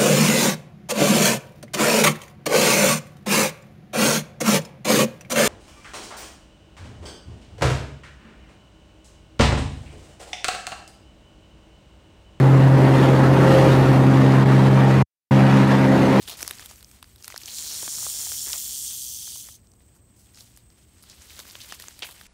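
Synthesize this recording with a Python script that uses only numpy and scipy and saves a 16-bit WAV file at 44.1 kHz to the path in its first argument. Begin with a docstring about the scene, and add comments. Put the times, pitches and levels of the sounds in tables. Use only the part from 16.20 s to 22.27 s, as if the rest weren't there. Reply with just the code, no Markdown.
"""At first dry leaves and twigs snap, scrape and rustle close by: impulses ring in leaf, wood and soil.
From 1.2 to 3.4 s a coiled rattlesnake buzzes once: hollow tail segments, knocked at each swing, resonate.
Duller crunches and knocks accompany the buzz; sparse rustling follows, then denser snapping to the end.
Throughout, filtered noise makes a low rumble, wavering low tones and a far, narrow-band insect chorus."""
import sys
import numpy as np
from scipy import signal
from scipy.fft import rfft, irfft
from scipy.io import wavfile
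from scipy.ndimage import uniform_filter1d

SR = 44100
rng = np.random.default_rng(int(sys.argv[2]) if len(sys.argv) > 2 else 0)


def digitize_waveform(pressure):
    """Quantize a signal to 16-bit integers and store it at the path in sys.argv[1].

    Rows of a 2-D input are taken as channels; values are limited to [-1, 1].
    """
    field = np.atleast_2d(pressure).T
    bounded = np.clip(field, -1, 1)
    quanta = np.round(bounded * 32767).astype(np.int16)
    wavfile.write(sys.argv[1], SR, quanta)


N = 267687   # samples

# Loudness curve of the buzz. Columns: time_s, level_db
BUZZ_LEVEL = [(1.2, -75), (1.27, -43.5), (1.37, -34.5), (1.88, -30.5), (2.68, -32.5), (3.19, -38),
              (3.36, -49.5), (3.4, -86)]
# Rate of tail swings, one each way. Columns: time_s, swings_per_s
TAIL_SWINGS = [(1.2, 160), (1.5, 150), (2.3, 145), (3.4, 107)]
# Segment resonances. Columns: pitch_hz, width_hz, bunching_depth (0-1),
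# facing_db (gain before the root-width weight), facing_s (moment of facing the listener)
SEGMENTS = [(3310, 470, 0.3, -3.5, 2.98), (4280, 560, 0.5, -3, 1.08), (4700, 370, 0.8, -5.5, 2.93),
            (5540, 420, 0.46, 0, 2.1), (6200, 480, 0.8, 3, 3.27), (7040, 560, 1, 1.5, 2.19),
            (7520, 450, .9, -1, 2.3), (8250, 280, 0.63, 0.5, 2.9), (8800, 1200, 0.4, -3.5, 2.34),
            (9440, 320, 0, -3.5, 2.1), (9970, 550, 0.4, -3.5, 2.9), (11100, 480, 0, -11, 2.6),
            (12400, 710, 0.3, -4, 2.6), (14200, 2000, 0.2, -8, 2.73), (14900, 1500, .4, -8, 2.44)]
# Leaves and twigs breaking. Columns: break_s, snap_peak_db, snap_hz, treble_peak_db, knock_peak_db, knock_hz
CRACKS = [(0.02, -34.5, 4200, -46, -43, 1670), (0.0785, -23, 3100, -41, -33, 1550),
          (0.0854, -33, 3500, -43, -30, 1900), (0.1136, -27, 3720, -38, -48, 1660),
          (0.192, -32, 5110, -37, -60, 1340), (0.207, -25, 4600, -31, -28.5, 1550),
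          (0.2285, -13, 6260, -24, -21, 1820), (0.2489, -30, 5580, -48, -32, 1450),
          (0.2672, -29, 4870, -40, -60, 1640), (0.2783, -13.5, 5260, -11.5, -26.5, 1320),
          (0.289, -28, 3700, -48, -42, 1900), (0.296, -26, 4930, -30, -39, 1930),
          (0.31, -22, 2800, -15.5, -20, 1900), (0.353, -33, 6190, -43, -57, 1100),
          (0.3853, -30, 3900, -48, -60, 1240), (0.396, -28, 4250, -39, -29.5, 1670),
          (0.426, -32, 3250, -46, -37, 1380), (0.46, -27.5, 3800, -24, -62, 1030),
          (0.5122, -32.5, 5000, -47, -39, 816), (0.559, -36, 6070, -45, -58, 1540),
          (0.6083, -36, 4360, -41, -47, 1520), (0.628, -32.5, 3850, -29.5, -42, 1460),
          (0.646, -29.5, 5100, -41, -55, 1420), (0.7142, -36.5, 6200, -41, -46, 1930),
          (0.828, -32, 3150, -27.5, -33.5, 1110), (0.8432, -35.5, 4560, -53, -42, 1750),
          (0.96, -38, 3600, -36, -49, 2200), (0.982, -42, 4720, -50, -62, 1100),
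          (1.0256, -31, 5970, -37, -53, 1360), (1.0448, -21, 5050, -34, -29, 2260),
          (1.08, -21, 4800, -15.5, -28.5, 1520), (1.1025, -27.5, 5230, -43, -30, 1700),
          (1.1238, -32, 5930, -43, -31.5, 2260), (1.143, -28, 3400, -44, -29.5, 820),
          (1.1623, -23, 4440, -40, -25.5, 1550), (1.178, -20, 5300, -20.5, -54, 1870),
          (1.2024, -34, 3740, -43, -63, 1440), (1.2207, -31, 5500, -37, -44, 1960),
          (1.2349, -26.5, 4700, -39, -44, 1330), (1.2587, -21, 5800, -36, -53, 1790),
          (1.282, -27.5, 2800, -49, -52, 2410), (1.3852, -16, 4550, -45, -59, 2240),
          (1.6304, -39, 2980, -56, -31, 655), (1.6791, -23.5, 3000, -47, -24, 920),
          (1.7838, -42, 3000, -57, -36, 1100), (1.8285, -48, 3010, -58, -36, 1050),
          (1.8666, -29, 3020, -44, -24.5, 870), (2.0326, -55, 3000, -61, -37, 1690),
          (2.069, -47, 3000, -57, -33, 915), (2.1196, -40, 3000, -48, -27, 1420),
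          (2.2795, -48, 3000, -58, -36, 1330), (2.332, -9.5, 4274, -32, -58, 2070),
          (2.3392, -50, 3000, -60, -32, 1280), (3.0768, -53, 3000, -63, -40, 1050),
          (3.1596, -53, 3000, -63, -42, 820), (3.2882, -40, 4580, -30, -36, 1260),
          (3.4717, -48, 4850, -64, -65, 1090), (3.5179, -44, 5700, -60, -65, 740),
          (3.606, -61, 2800, -66, -52, 1500), (3.537, -46, 6060, -59, -56, 830),
          (4.1466, -38, 5220, -48, -60, 1240), (4.1742, -35, 4060, -43, -40, 1690),
          (4.2077, -31, 4500, -46, -58, 2380), (4.2445, -44, 6220, -56, -59, 590),
          (4.3642, -36, 6330, -51, -65, 1850), (4.374, -39, 5050, -31.5, -44.5, 1620),
          (4.503, -42.5, 5030, -55, -53.5, 1220), (4.784, -46, 5800, -56, -65, 1200),
          (4.826, -43, 5000, -38, -58, 800), (4.8384, -39, 4100, -39, -43, 1580),
          (4.8987, -30, 6100, -47, -65, 1090), (5.021, -32, 6320, -57, -62, 1510),
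          (5.192, -28, 5600, -42, -35.5, 1440), (5.2011, -28.5, 3300, -40, -31, 2260),
          (5.2533, -50, 5060, -50, -38.5, 1180), (5.277, -38, 5300, -43, -52, 1890),
          (5.3, -32, 4250, -42, -49, 1590), (5.3103, -29.5, 4300, -54, -60, 1850),
          (5.354, -25.5, 2730, -37, -27.5, 1500), (5.405, -30, 2740, -46, -48, 2290),
          (5.4168, -26, 4900, -42, -51, 1990), (5.5238, -21, 5100, -37, -22, 1420),
          (5.5998, -27.5, 4540, -24.5, -32, 1630), (5.6232, -29.5, 3870, -25, -47, 2230),
          (5.64, -44, 3710, -46, -33.5, 1390), (5.684, -22.5, 5330, -46, -31.5, 1520),
          (5.709, -38, 4780, -41, -45, 1430), (5.7922, -27.5, 4500, -26, -36, 2130),
          (5.804, -41, 3600, -37, -49, 1950), (5.8248, -37, 2800, -52, -23, 2250),
          (5.8307, -30, 2800, -49, -22, 2270), (5.847, -40, 3300, -37, -29, 1630),
          (5.89, -49, 3600, -55, -34.5, 1190), (5.911, -38, 4010, -30, -60, 2280),
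          (6.0124, -34.5, 3280, -34, -33, 1630)]
# Leaves crushed or dragged; levels are rms before the envelope.
# Columns: start_s, hold_s, body_db, body_hz, treble_db, low_db
SCUFFS = [(.018, 0.01, -50, 3960, -51, -65), (.073, 0.032, -40.5, 3230, -38.5, -50),
          (.11, .027, -45, 3500, -53, -49.5), (.168, 0.033, -59, 6500, -46.5, -57.5),
          (.205, 0.017, -50, 4200, -37.5, -47.5), (.29, 0.0022, -64, 3980, -49, -54),
          (1.035, 0.012, -60, 4500, -45.5, -69), (1.275, 0.0088, -43.5, 2700, -46, -54),
          (2.262, 0.04, -50.5, 1530, -64, -51.5), (2.328, 0.033, -52, 1810, -62, -49.5),
          (2.725, 0.003, -68, 696, -75, -61), (3.748, 0.015, -71, 6500, -65.5, -68),
          (3.96, 0.1, -73, 5500, -63.5, -85), (4.15, .035, -54, 5500, -71, -68),
          (4.2, 0.015, -57, 4430, -52, -61), (4.369, 0.0039, -67, 4000, -57, -76),
          (4.824, 0.0065, -79, 5000, -54, -73), (4.897, .012, -48, 4100, -67, -63),
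          (5.188, .016, -52, 3500, -45, -53), (5.402, 0.027, -45.5, 3500, -62, -78),
          (5.495, .033, -47, 3000, -56, -58), (5.819, 0.012, -34.5, 2330, -71, -43),
          (5.842, 0.025, -45.5, 2420, -43, -56), (5.885, 0.03, -52, 2970, -49.5, -57)]
# Feet in the litter, as gain curves. Columns: time_s, rustle_db, crunch_db, treble_db (added to the rustle)
LITTER_LEVELS = [(0.0, -56, -66, 7), (0.114, -47.5, -53, 3), (0.496, -52, -55.5, 8.5),
                 (0.63, -62.5, -64, 10), (0.936, -65, -66.5, 7), (1.082, -54.5, -61, 3),
                 (1.22, -47, -54.5, 6), (1.65, -56, -50.5, -12), (2.25, -52, -55.5, -11),
                 (2.83, -58, -64.5, -9), (3.3, -61, -67, -5), (3.49, -74, -77.5, 6), (4.01, -75, -74, 4),
                 (4.2, -55, -64.5, 4.5), (4.47, -73, -75.5, 4.5), (4.9, -59, -64, 2),
                 (5.12, -49.5, -57.5, 3.5), (5.4, -52, -56, 8.5), (5.74, -52.5, -60, 2.5),
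                 (5.91, -57, -57, 10), (6.07, -55.5, -61.5, 5)]
# Relative spectrum of the rustle. Columns: frequency_hz, gain_db
RUSTLE_SPECTRUM = [(1200, -22), (2000, -29), (3000, 4), (4500, 6.5), (7000, 4.5), (11000, -2), (16000, -1)]
# Relative spectrum of the dull crunch. Columns: frequency_hz, density_db (per Hz)
CRUNCH_SPECTRUM = [(200, 0.5), (500, 0.5), (1000, 1), (2000, 2.5), (3200, 2.5), (6000, -35)]
# A foot's weight on the soil. Columns: impact_s, peak_db
THUDS = [(0.0842, -42), (0.2297, -36), (.25, -43), (.31, -38), (1.2349, -49), (1.6304, -40),
         (1.6796, -35.5), (1.8284, -57), (2.1201, -47), (2.271, -44.5), (5.192, -46), (5.3548, -51),
         (5.5237, -45), (5.6002, -49), (5.684, -48), (5.8263, -39), (5.89, -52)]
# Relative spectrum of rumble and air. Columns: frequency_hz, density_db (per Hz)
AIR_SPECTRUM = [(12, -32), (20, -25), (59, 7), (98, 0.5), (158, -9.5), (208, -5.5), (354, -10),
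                (430, -15.5), (1280, -25.5), (3000, -39), (6000, -39), (10000, -42), (15700, -26.5)]
# Low tones. Columns: pitch_hz, width_hz, level_db (before the swell)
LOW_TONES = [(71.6, 25, -62), (115, 7, -65), (194.3, 15.6, -69.5)]
# Wavering of the low tones. Columns: time_s, gain_db
LOW_TONE_SWELL = [(0, 4.5), (1.2, -4.5), (1.6, 4), (3.3, -1), (6.07, -1.5)]
# Swell of the insect chorus. Columns: time_s, gain_db
INSECT_SWELL = [(0, 3), (1, -4), (4.1, -1), (6.07, 0)]

TURNED_AWAY_DB, TURN_S = -9, 1   # loss of a segment turned away; time scale of its facing
CREAK_S = 0.0022   # a break creaks this long before it goes
SPRAY_DB, SPRAY_SPREAD_DB = -17, 1   # spray relative to the break; its spread from crack to crack
BREAK_T60_S = 0.011
SNAP_WIDTH, TICK_WIDTH = 0.36, 0.3   # resonance widths as shares of the pitch
SCUFF_RISE_S, SCUFF_T60_S = 0.0031, 0.099
AIR_DB = -59
INSECT_DB = -65   # before swell and shimmer
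INSECT_LOW_HZ, INSECT_TOP_HZ = 7600, 8520
CUTOFF_HZ = 15720


def amp(db):
    """Decibel law: 20 dB is a factor of ten in amplitude."""
    return 10 ** (np.asarray(db) / 20)


def rms_one(x):
    """Normalisation to unit root-mean-square amplitude."""
    return x / np.sqrt(np.mean(x ** 2) + 1e-20)


def in_time(rows, outside=None):
    """Linear interpolation of each curve column, sample by sample."""
    s, *columns = np.transpose(rows)
    return [np.interp(np.arange(N) / SR, s, c, outside, outside) for c in columns]


def drift(rate_hz):
    """Low-passed noise: a slow random fluctuation of about unit spread."""
    step = 40   # samples between drawn values
    r = np.exp(-2 * np.pi * rate_hz * step / SR)
    noise = rng.standard_normal(N // step + 2002)
    slow = signal.lfilter([1], [1, -2 * r, r * r], noise)[2000:]   # drop the filter's start
    return np.interp(np.arange(N) / step, np.arange(len(slow)), rms_one(slow - slow.mean()))


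def resonate(x, hz, width_hz):
    """Two-pole resonance of unit gain at its peak; the pole radius sets the damping."""
    r = np.exp(-np.pi * width_hz / SR)
    feedback = [1, -2 * r * np.cos(2 * np.pi * hz / SR), r * r]
    return signal.lfilter([(1 - r * r) / 2, 0, (r * r - 1) / 2], feedback, x)


def colour(x, spectrum):
    """Spectral shaping in the frequency domain, interpolated over log frequency; unit rms."""
    hz = np.maximum(np.arange(N // 2 + 1) * SR / N, 1)
    table_hz, table_db = np.array(spectrum).T
    gain_db = np.interp(np.log(hz), np.log(table_hz), table_db)
    return rms_one(irfft(rfft(x) * amp(gain_db), N))


def clicks(per_s, spread_db):
    """Poisson-like impulses: chance per sample sets the rate; size and sign are random."""
    chance, out = rng.random((2, N)), np.full(N, 1e-18)
    hit = chance[0] < per_s / SR
    luck = 2 * chance[1, hit] - 1
    size = np.minimum(-np.log(np.abs(luck) + 1e-9), 4)   # capped exponential spread
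    out[hit] = np.sign(luck) * amp(spread_db * size)
    return out


def burst(spray_db):
    """Fracture: a short rising creak, one sharp break, then an exponentially decaying uneven spray."""
    s = np.arange(1536) / SR - CREAK_S
    spray = rng.standard_normal(1536) * rng.exponential(0.55, 1536)
    decay = np.where(s > 0, s / BREAK_T60_S, -s / 0.01)
    spray *= amp(spray_db - 60 * decay)
    spray[np.argmin(np.abs(s))] = 1   # the break itself
    return spray


def add(out, s, sound, peak_db):
    """Superposition of a short sound scaled to its peak level."""
    at = round(s * SR)
    scaled = amp(peak_db) * sound / np.abs(sound).max()
    out[at:at + len(sound)] += scaled[:N - at]


def rattle():
    """Impact-excited resonators: swings bunch the knocks, and each segment's aspect sets its level."""
    sounding = in_time([(BUZZ_LEVEL[0][0], 1), (BUZZ_LEVEL[-1][0], 1)], 0)[0]
    swing = 2 * np.pi * np.cumsum(in_time(TAIL_SWINGS)[0]) / SR   # phase in radians
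    # hard knocks shake the whole string of segments
    shared = rms_one(clicks(1500 * np.exp(0.95 * np.cos(swing)), spread_db=-4))
    out, t = 0, np.arange(N) / SR
    for k, (hz, width_hz, depth, facing_db, facing_s) in enumerate(SEGMENTS):
        turn = swing + 0.6 * drift(2.7)   # each segment's timing wanders
        pulse = 0.61 * np.cos(turn) + 0.67 * np.cos(2 * turn) + 0.3 * np.cos(turn / 2 + k)
        bunch = np.exp(depth * pulse)
        knocks = rms_one(clicks(4000 * bunch, spread_db=4.5)) + 0.072 * shared
        away = 1 - np.exp(-((t - facing_s) / TURN_S) ** 2)
        gain_db = facing_db + TURNED_AWAY_DB * away + 1.37 * drift(6.0)
        ring = rms_one(resonate(knocks, hz, width_hz)) * np.sqrt(width_hz)
        out = out + (-1) ** k * amp(gain_db) * ring
    # too small to radiate lows
    out = signal.sosfilt(signal.butter(6, 2800, "high", fs=SR, output="sos"), out)
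    loudness = np.sqrt(uniform_filter1d(out ** 2, size=16384))
    return sounding * amp(in_time(BUZZ_LEVEL)[0]) * out / loudness


def breaks():
    """One fracture excites three registers: bright leaf snap, its treble and a woody knock."""
    out = np.zeros(N)
    treble = signal.butter(2, [6500, 13000], "band", fs=SR, output="sos")
    for s, snap_db, snap_hz, treble_db, knock_db, knock_hz in CRACKS:
        crack = burst(SPRAY_DB + SPRAY_SPREAD_DB * rng.standard_normal())
        snap = resonate(crack, snap_hz, SNAP_WIDTH * snap_hz)
        snap = resonate(snap, snap_hz, 2.0 * snap_hz)
        knock = resonate(crack, knock_hz, 0.93 * knock_hz)
        knock = resonate(knock, 0.4 * knock_hz, 1.32 * knock_hz)
        add(out, s - CREAK_S, snap, snap_db)
        add(out, s - CREAK_S, signal.sosfilt(treble, crack), treble_db)
        add(out, s - CREAK_S, knock, knock_db)
    return out


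def scuffs():
    """Friction as dense uneven impulses, in three registers under a rise, hold and decay."""
    size = 8192
    out, t = np.zeros(N), np.arange(size) / SR
    crackle = rms_one(clicks(3500 * amp(4.0 * drift(120)), spread_db=3.0))
    for k, (s, hold, body_db, hz, treble_db, low_db) in enumerate(SCUFFS):
        grains = crackle[k * size:(k + 1) * size]
        body = rms_one(resonate(resonate(grains, hz, 0.7 * hz), hz, 2.1 * hz))
        treble = rms_one(resonate(grains, 7200, 15000))
        low = rms_one(resonate(resonate(grains, 480, 1500), 490, 1770))
        sound = amp(body_db) * body + amp(treble_db) * treble + amp(low_db) * low
        rise = np.clip(t / SCUFF_RISE_S, 0, 1) ** 2
        decay = amp(-60 * np.maximum(t - SCUFF_RISE_S - hold, 0) / SCUFF_T60_S)
        at = round(s * SR)
        out[at:at + size] += (sound * rise * decay)[:N - at]
    return out


def litter():
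    """Granular friction: leaves rub and crackle in bands by leaf size, each swelling on its own."""
    rustle_db, crunch_db, treble_db = in_time(LITTER_LEVELS)
    clump, rustle = drift(20), 0   # clump: activity shared by all bands
    for k, hz in enumerate(np.geomspace(2300, 14500, 9)):
        grains = rms_one(clicks(1000 * amp(3 * clump), spread_db=3.0)) + 0.87 * rng.standard_normal(N)
        swell_db = clump + 3.2 * drift(30)
        gain_db = swell_db + treble_db * np.clip(np.log2(hz / 6000), 0, 1)
        rustle = rustle + (-1) ** k * amp(gain_db) * resonate(grains, hz, 0.38 * hz)
    crunch = colour(clicks(1500 * amp(4 * clump), spread_db=1.0), CRUNCH_SPECTRUM)
    ticks = 0   # small stems snap in several pitch bands
    for hz in np.geomspace(2000, 9000, 8):
        stems = clicks(45 * amp(5.2 * clump), spread_db=3.5)
        ticks = ticks + resonate(stems, hz, TICK_WIDTH * hz) / np.sqrt(hz)
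    bright = colour(rustle, RUSTLE_SPECTRUM) + 0.54 * rms_one(ticks)
    return amp(rustle_db) * bright + amp(crunch_db) * crunch


def thuds():
    """Impulse response of soil: a break-like burst excites two broad low resonances."""
    out = np.zeros(N)
    for s, peak_db in THUDS:
        thud = resonate(resonate(burst(SPRAY_DB), 330, 240), 363, 370)
        add(out, s - CREAK_S, thud, peak_db)
    return out


def rumble():
    """Coloured noise for far rumble and air; narrow resonances of noise for the low tones."""
    out = amp(AIR_DB) * colour(rng.standard_normal(N), AIR_SPECTRUM)
    swell_db = in_time(LOW_TONE_SWELL)[0]
    for hz, width_hz, level_db in LOW_TONES:
        out += amp(level_db + swell_db) * rms_one(resonate(rng.standard_normal(N), hz, width_hz))
    return out


def insects():
    """Band-limited noise: many voices merge into a shimmering band with a sharp upper edge."""
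    chorus = resonate(rng.standard_normal(N), 8320, 590)
    chorus = signal.sosfilt(signal.butter(2, INSECT_LOW_HZ, "high", fs=SR, output="sos"), chorus)
    chorus = signal.sosfilt(signal.ellip(8, 1, 40, INSECT_TOP_HZ, fs=SR, output="sos"), chorus)
    shimmer_db = 1.3 * drift(14)
    return amp(INSECT_DB + in_time(INSECT_SWELL)[0] + shimmer_db) * rms_one(chorus)


def scene():
    """Linear superposition of the near sources and the forest background, in one channel."""
    near = rattle() + breaks() + scuffs() + litter() + thuds()
    return (near + rumble() + insects())[None]


def record(dry):
    """Steep low-pass filtering: an elliptic filter cuts the top."""
    return signal.sosfilt(signal.ellip(13, 0.2, 70, CUTOFF_HZ, fs=SR, output="sos"), dry)


dry = scene()
out = record(dry)
digitize_waveform(out)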